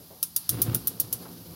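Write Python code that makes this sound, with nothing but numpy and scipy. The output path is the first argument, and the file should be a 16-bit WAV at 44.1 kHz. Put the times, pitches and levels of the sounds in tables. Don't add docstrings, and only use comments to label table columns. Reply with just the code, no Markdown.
import sys
import numpy as np
from scipy import signal
from scipy.fft import rfft, irfft, next_fast_len
from scipy.io import wavfile
from scipy.ndimage import uniform_filter1d

SR = 44100
rng = np.random.default_rng(int(sys.argv[2]) if len(sys.argv) > 2 else 0)


def put_to_file(sound):
    columns = np.atleast_2d(sound).T
    safe = np.clip(columns, -1, 1)
    whole_steps = np.round(safe * 32767)
    wavfile.write(sys.argv[1], SR, whole_steps.astype(np.int16))


N = 68355
TIME_S = np.arange(N) / SR

# start_s, level_db, body_db, burner_ring_db, flash_db, cap_ring_db
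SPARKS = [(0.2290, 2, -2, -5, 5.5, -2), (0.3630, 3, -5, -4.5, 1.5, -1), (0.4927, 4.5, -2.5, -5.5, 5, -0.5),
          (0.6185, 1.5, -0.5, 2, 1.5, -7), (0.7470, 0.5, -2.5, 0, 3, -5), (0.872, -2, -0.5, 3.5, 0.5, -4),
          (0.9999, -3, 1, 5, 2, -0.5), (1.1272, -1.5, -1.5, -1.5, -1, -23)]
# freq_hz, gain_db
SNAP_BODY = [(300, -15), (800, -25), (1250, -5), (1900, -16.5), (2700, -8), (3600, -2), (5700, 2.5),
             (7600, -2.5), (10000, -5), (16000, -16)]
# freq_hz, gain_db
SNAP_TOP = [(3000, -52), (7900, -25), (9200, 0.5), (11500, 4.5), (13000, -4.5), (14000, -2), (15400, -5),
            (16300, -12)]
# freq_hz, width_hz, level_db
BURNER_MODES = [(8865, 70, -14), (9450, 300, -9), (9975, 70, -12), (10685, 70, -10), (11350, 350, -4),
                (11790, 260, 1), (12465, 70, -10), (13020, 320, -3), (14300, 60, -16), (15200, 80, -9),
                (15390, 280, -2)]
# freq_hz, width_hz, level_db
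CAP_MODES = [(3550, 120, -8), (3800, 70, -10), (4750, 170, -4), (5680, 180, 0), (6340, 120, -3)]
BODY_DB, TOP_DB, RING_DB, CAP_DB = -5.5, 1.5, 5.5, -8.5
RAMP_S, RAMP_DB = 0.0018, -5
FLASH_PEAK_S, FLASH_DECAY_S = 0.00049, 0.0003
ECHO_DB, ECHO_SHARED_POWER = 5.5, 0.22
RING_ECHO_DB = -5
ROOM_DB, ROOM_T60_S, ROOM_BUILD_S = -3, 0.21, 0.0093


def igniter():
    out = np.zeros(N)
    t = TIME_S[:N // 4] - RAMP_S
    age = np.maximum(t, 0)
    shared_echoes = echo_pattern(t)
    pulse = signal.unit_impulse(len(t), int(np.searchsorted(t, 0)))
    ramp_shape = from_db(RAMP_DB) * (1 + t / RAMP_S)
    cluster_shape = np.exp(-np.abs(age - FLASH_PEAK_S) / FLASH_DECAY_S)
    flash_shape = np.where(t < 0, ramp_shape, cluster_shape)
    room_shape = (1 - np.exp(-age / ROOM_BUILD_S)) * from_db(-60 * age / ROOM_T60_S)
    for start_s, level_db, body_db, ring_db, flash_db, cap_db in SPARKS:
        flash = from_db(flash_db) * unit_energy(rng.choice([-1, 1], len(t)) * flash_shape)
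        own_echoes = np.sqrt(1 - ECHO_SHARED_POWER) * echo_pattern(t)
        echoes = from_db(ECHO_DB) * (np.sqrt(ECHO_SHARED_POWER) * shared_echoes + own_echoes)
        room = from_db(ROOM_DB) * unit_energy(rng.standard_normal(len(t)) * room_shape)
        snap = flash + echoes + room
        drive = from_db(flash_db) * pulse + from_db(RING_ECHO_DB) * echoes
        body = from_db(BODY_DB + body_db) * unit_energy(colour(snap, SNAP_BODY))
        top = from_db(TOP_DB) * unit_energy(colour(snap, SNAP_TOP))
        burner = from_db(RING_DB + ring_db) * ringing(drive, BURNER_MODES)
        cap = from_db(CAP_DB + cap_db) * ringing(drive, CAP_MODES)
        add(out, start_s - RAMP_S, from_db(level_db) * (body + top + burner + cap))
    return out


ECHOES_PER_S, ECHO_SPREAD_DB = 3200, 2.5
ECHO_BUILD_S, ECHO_T60_S = 0.0024, 0.052


def echo_pattern(t):
    hits = rng.random(len(t)) < ECHOES_PER_S / SR
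    signs = rng.choice([-1, 1], len(t))
    sizes = signs * from_db(ECHO_SPREAD_DB * rng.uniform(-1, 1, len(t)))
    age = np.maximum(t, 0)
    envelope = (1 - np.exp(-age / ECHO_BUILD_S)) * from_db(-60 * age / ECHO_T60_S)
    return unit_energy(hits * sizes * envelope)


MODE_LAG_MAX_S = 0.0011


def ringing(x, modes):
    lags = (rng.random(len(modes)) * MODE_LAG_MAX_S * SR).astype(int)
    total = np.zeros(len(x))
    for lag, (freq_hz, width_hz, level_db) in zip(lags, modes):
        delayed = np.pad(x, (lag, 0))[:len(x)]
        total += from_db(level_db) * unit_energy(resonance(delayed, freq_hz, width_hz))
    return unit_energy(total)


# start_s, length_s, level_db
SURGES = [(0.491, 0.13, -31), (0.634, 0.12, -28.5)]
# freq_hz, gain_db
RUSH = [(25, -50), (42, -46), (65, -3.5), (115, 6.5), (160, -4), (215, -5), (330, -4), (600, -16),
        (1000, -20.5), (1280, -18), (1900, -26), (3500, -24.5), (7500, -40), (16000, -24)]
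# start_s, level_db
POPS = [(0.543, -16), (0.662, -17), (0.678, -11), (0.698, -13), (0.7365, -13), (0.754, -14)]
# freq_hz, gain_db
POP = [(60, -4), (300, 14), (700, -8), (1300, -3.5), (2200, -17), (5000, -16), (9000, -39)]
SURGE_ATTACK_S, SURGE_RELEASE_S = 0.032, 0.027
FLUTTER_HZ, FLUTTER_DB = 72, 1.5
POP_DECAY_S = 0.0015


def ignition():
    swell = np.zeros(N)
    for start_s, length_s, level_db in SURGES:
        attack = np.clip((TIME_S - start_s) / SURGE_ATTACK_S, 0, 1)
        release = np.exp(-np.maximum(TIME_S - start_s - length_s, 0) / SURGE_RELEASE_S)
        swell += from_db(level_db) * attack * release
    flutter = from_db(FLUTTER_DB * drift(FLUTTER_HZ) - 2.5)
    out = swell * even(hollow(noise(RUSH))) * flutter
    t = TIME_S[:N // 32]
    for start_s, level_db in POPS:
        burst = rng.standard_normal(len(t)) * np.exp(-t / POP_DECAY_S)
        add(out, start_s, from_db(level_db) * unit_energy(colour(burst, POP)))
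    return out


# freq_hz, gain_db
FLAME = [(25, -30), (45, -15), (75, -8), (115, -1), (190, -3), (350, -2.5), (600, -12.5), (1300, -17.5),
         (2000, -26), (4800, -17.5), (8000, -29.5), (11500, -16), (16000, -21)]
# centre_s, half_length_s, level_db
PUFFS = [(0.533, 0.041, -42), (0.688, 0.022, -28.5), (0.84, 0.063, -43), (1.056, 0.032, -44),
         (1.151, 0.017, -46), (1.507, 0.018, -43)]
# freq_hz, gain_db
PUFF = [(30, -35), (55, -5.5), (100, 3.5), (130, 5.5), (190, -14), (300, -22), (1000, -37.5), (4000, -51)]
FLAME_START_S, FLAME_RISE_S, FLAME_DB, FLAME_SETTLE_DB_PER_S = 0.664, 0.034, -44.5, -2


def flame():
    age = TIME_S - FLAME_START_S
    level_db = FLAME_DB + FLAME_SETTLE_DB_PER_S * age + 1.3 * drift(22)
    burn = np.clip(age / FLAME_RISE_S, 0, 1) * from_db(level_db)
    puffs = np.zeros(N)
    for centre_s, half_s, puff_db in PUFFS:
        puffs += from_db(puff_db) * np.exp(-((TIME_S - centre_s) / half_s) ** 2)
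    return burn * even(hollow(noise(FLAME))) + puffs * even(hollow(noise(PUFF)))


# freq_hz, width_hz, boost_db
HOLLOW = [(118.8, 10.7, 2.5), (172, 14.3, 7.5), (263, 45, -4), (347, 10, -0.5), (501, 60, -4),
          (723.4, 8.3, 7)]


def hollow(x):
    boosted = x + sum(from_db(db) * resonance(x, hz, width) for hz, width, db in HOLLOW)
    return boosted * x.std() / boosted.std()


# freq_hz, gain_db
GAS = [(200, -39), (800, 1.5), (1400, -1.5), (2300, -8), (4800, 6), (8000, -10), (11000, 5.5), (16000, -5)]
GAS_START_S, GAS_END_S, GAS_FADE_S, GAS_DB = 0.346, 0.697, 0.043, -49.5


def gas():
    to_edge_s = np.minimum(TIME_S - GAS_START_S, GAS_END_S - TIME_S)
    return from_db(GAS_DB) * np.clip(to_edge_s / GAS_FADE_S, 0, 1) * noise(GAS)


# start_s, level_db, base_hz (hump peaks at 1.11 times), decay_s
KNOCKS = [(0.0, -49, 490, 0.04), (0.102, -47.5, 686, 0.058), (1.25, -44.5, 1170, 0.03)]
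KNOCK_RISE_S = 0.0052


def knocks():
    out = np.zeros(N)
    for start_s, level_db, hz, decay_s in KNOCKS:
        age = np.maximum(TIME_S - start_s, 0)
        envelope = np.minimum(age / KNOCK_RISE_S, 1) * np.exp(-age / decay_s)
        hump = [(hz / 12, -15), (hz / 3, -1), (hz * 1.11, 0), (hz * 2.0, -17), (hz * 12, -40)]
        out += from_db(level_db) * envelope * noise(hump)
    return out


# freq_hz, gain_db
AIR = [(25, -27), (55, -6.5), (110, 3), (175, -4.5), (280, -5), (500, -18.5), (1000, -14), (2000, -24),
       (3200, -17.5), (4800, -11), (6500, -18), (8200, -21.5), (10000, -14.5), (11600, -7), (12800, -10.5),
       (15800, -14.5)]
AIR_DB = -50
HUM_HZ, HUM_DB = 170.1, -60.5


def background():
    pitch_hz = HUM_HZ + 4 * drift(11)
    tone = np.sqrt(2) * np.sin(2 * np.pi * np.cumsum(pitch_hz) / SR)
    hum = tone * from_db(4.6 * drift(30))
    return from_db(AIR_DB) * noise(AIR) + from_db(HUM_DB) * hum


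def from_db(db):
    return 10 ** (np.asarray(db) / 20)


def unit_energy(x):
    return x / np.sqrt(np.sum(x ** 2) + 1e-20)


def colour(x, points):
    size = next_fast_len(len(x)) * 2
    hz, db = np.transpose(points)
    grid_hz = np.maximum(np.arange(size // 2 + 1) * SR / size, 1)
    gain = from_db(np.interp(np.log(grid_hz), np.log(hz), db))
    cepstrum = irfft(np.log(gain))
    cepstrum[1:size // 2] *= 2
    cepstrum[size // 2 + 1:] = 0
    return irfft(rfft(x, size) * np.exp(rfft(cepstrum)))[:len(x)]


def noise(points):
    return unit_energy(colour(rng.standard_normal(N), points)) * np.sqrt(N)


def drift(hz):
    lowpass = signal.butter(2, hz, fs=SR, output="sos")
    slow = signal.sosfilt(lowpass, rng.standard_normal(2 * N))[N:]
    return slow / slow.std()


def even(x):
    return x / np.sqrt(np.maximum(uniform_filter1d(x * x, size=1800), 1e-12))


def resonance(x, hz, width_hz):
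    r = np.exp(-np.pi * width_hz / SR)
    feedforward = np.array([1, 0, -1]) * (1 - r * r) / 2
    feedback = [1, -2 * r * np.cos(2 * np.pi * hz / SR), r * r]
    return signal.lfilter(feedforward, feedback, x + 1e-18)


def add(out, start_s, sound):
    start = max(int(start_s * SR), 0)
    out[start:start + len(sound)] += sound[:N - start]


def scene():
    return (igniter() + ignition() + flame() + gas() + knocks() + background())[None]


LOW_CUT_HZ, HIGH_CUT_HZ = 38, 15800


def record(dry):
    high_pass = signal.butter(4, LOW_CUT_HZ, "high", fs=SR, output="sos")
    low_pass = signal.ellip(8, 0.2, 75, HIGH_CUT_HZ, fs=SR, output="sos")
    return signal.sosfilt(low_pass, signal.sosfilt(high_pass, dry))


dry = scene()
out = record(dry)
put_to_file(out)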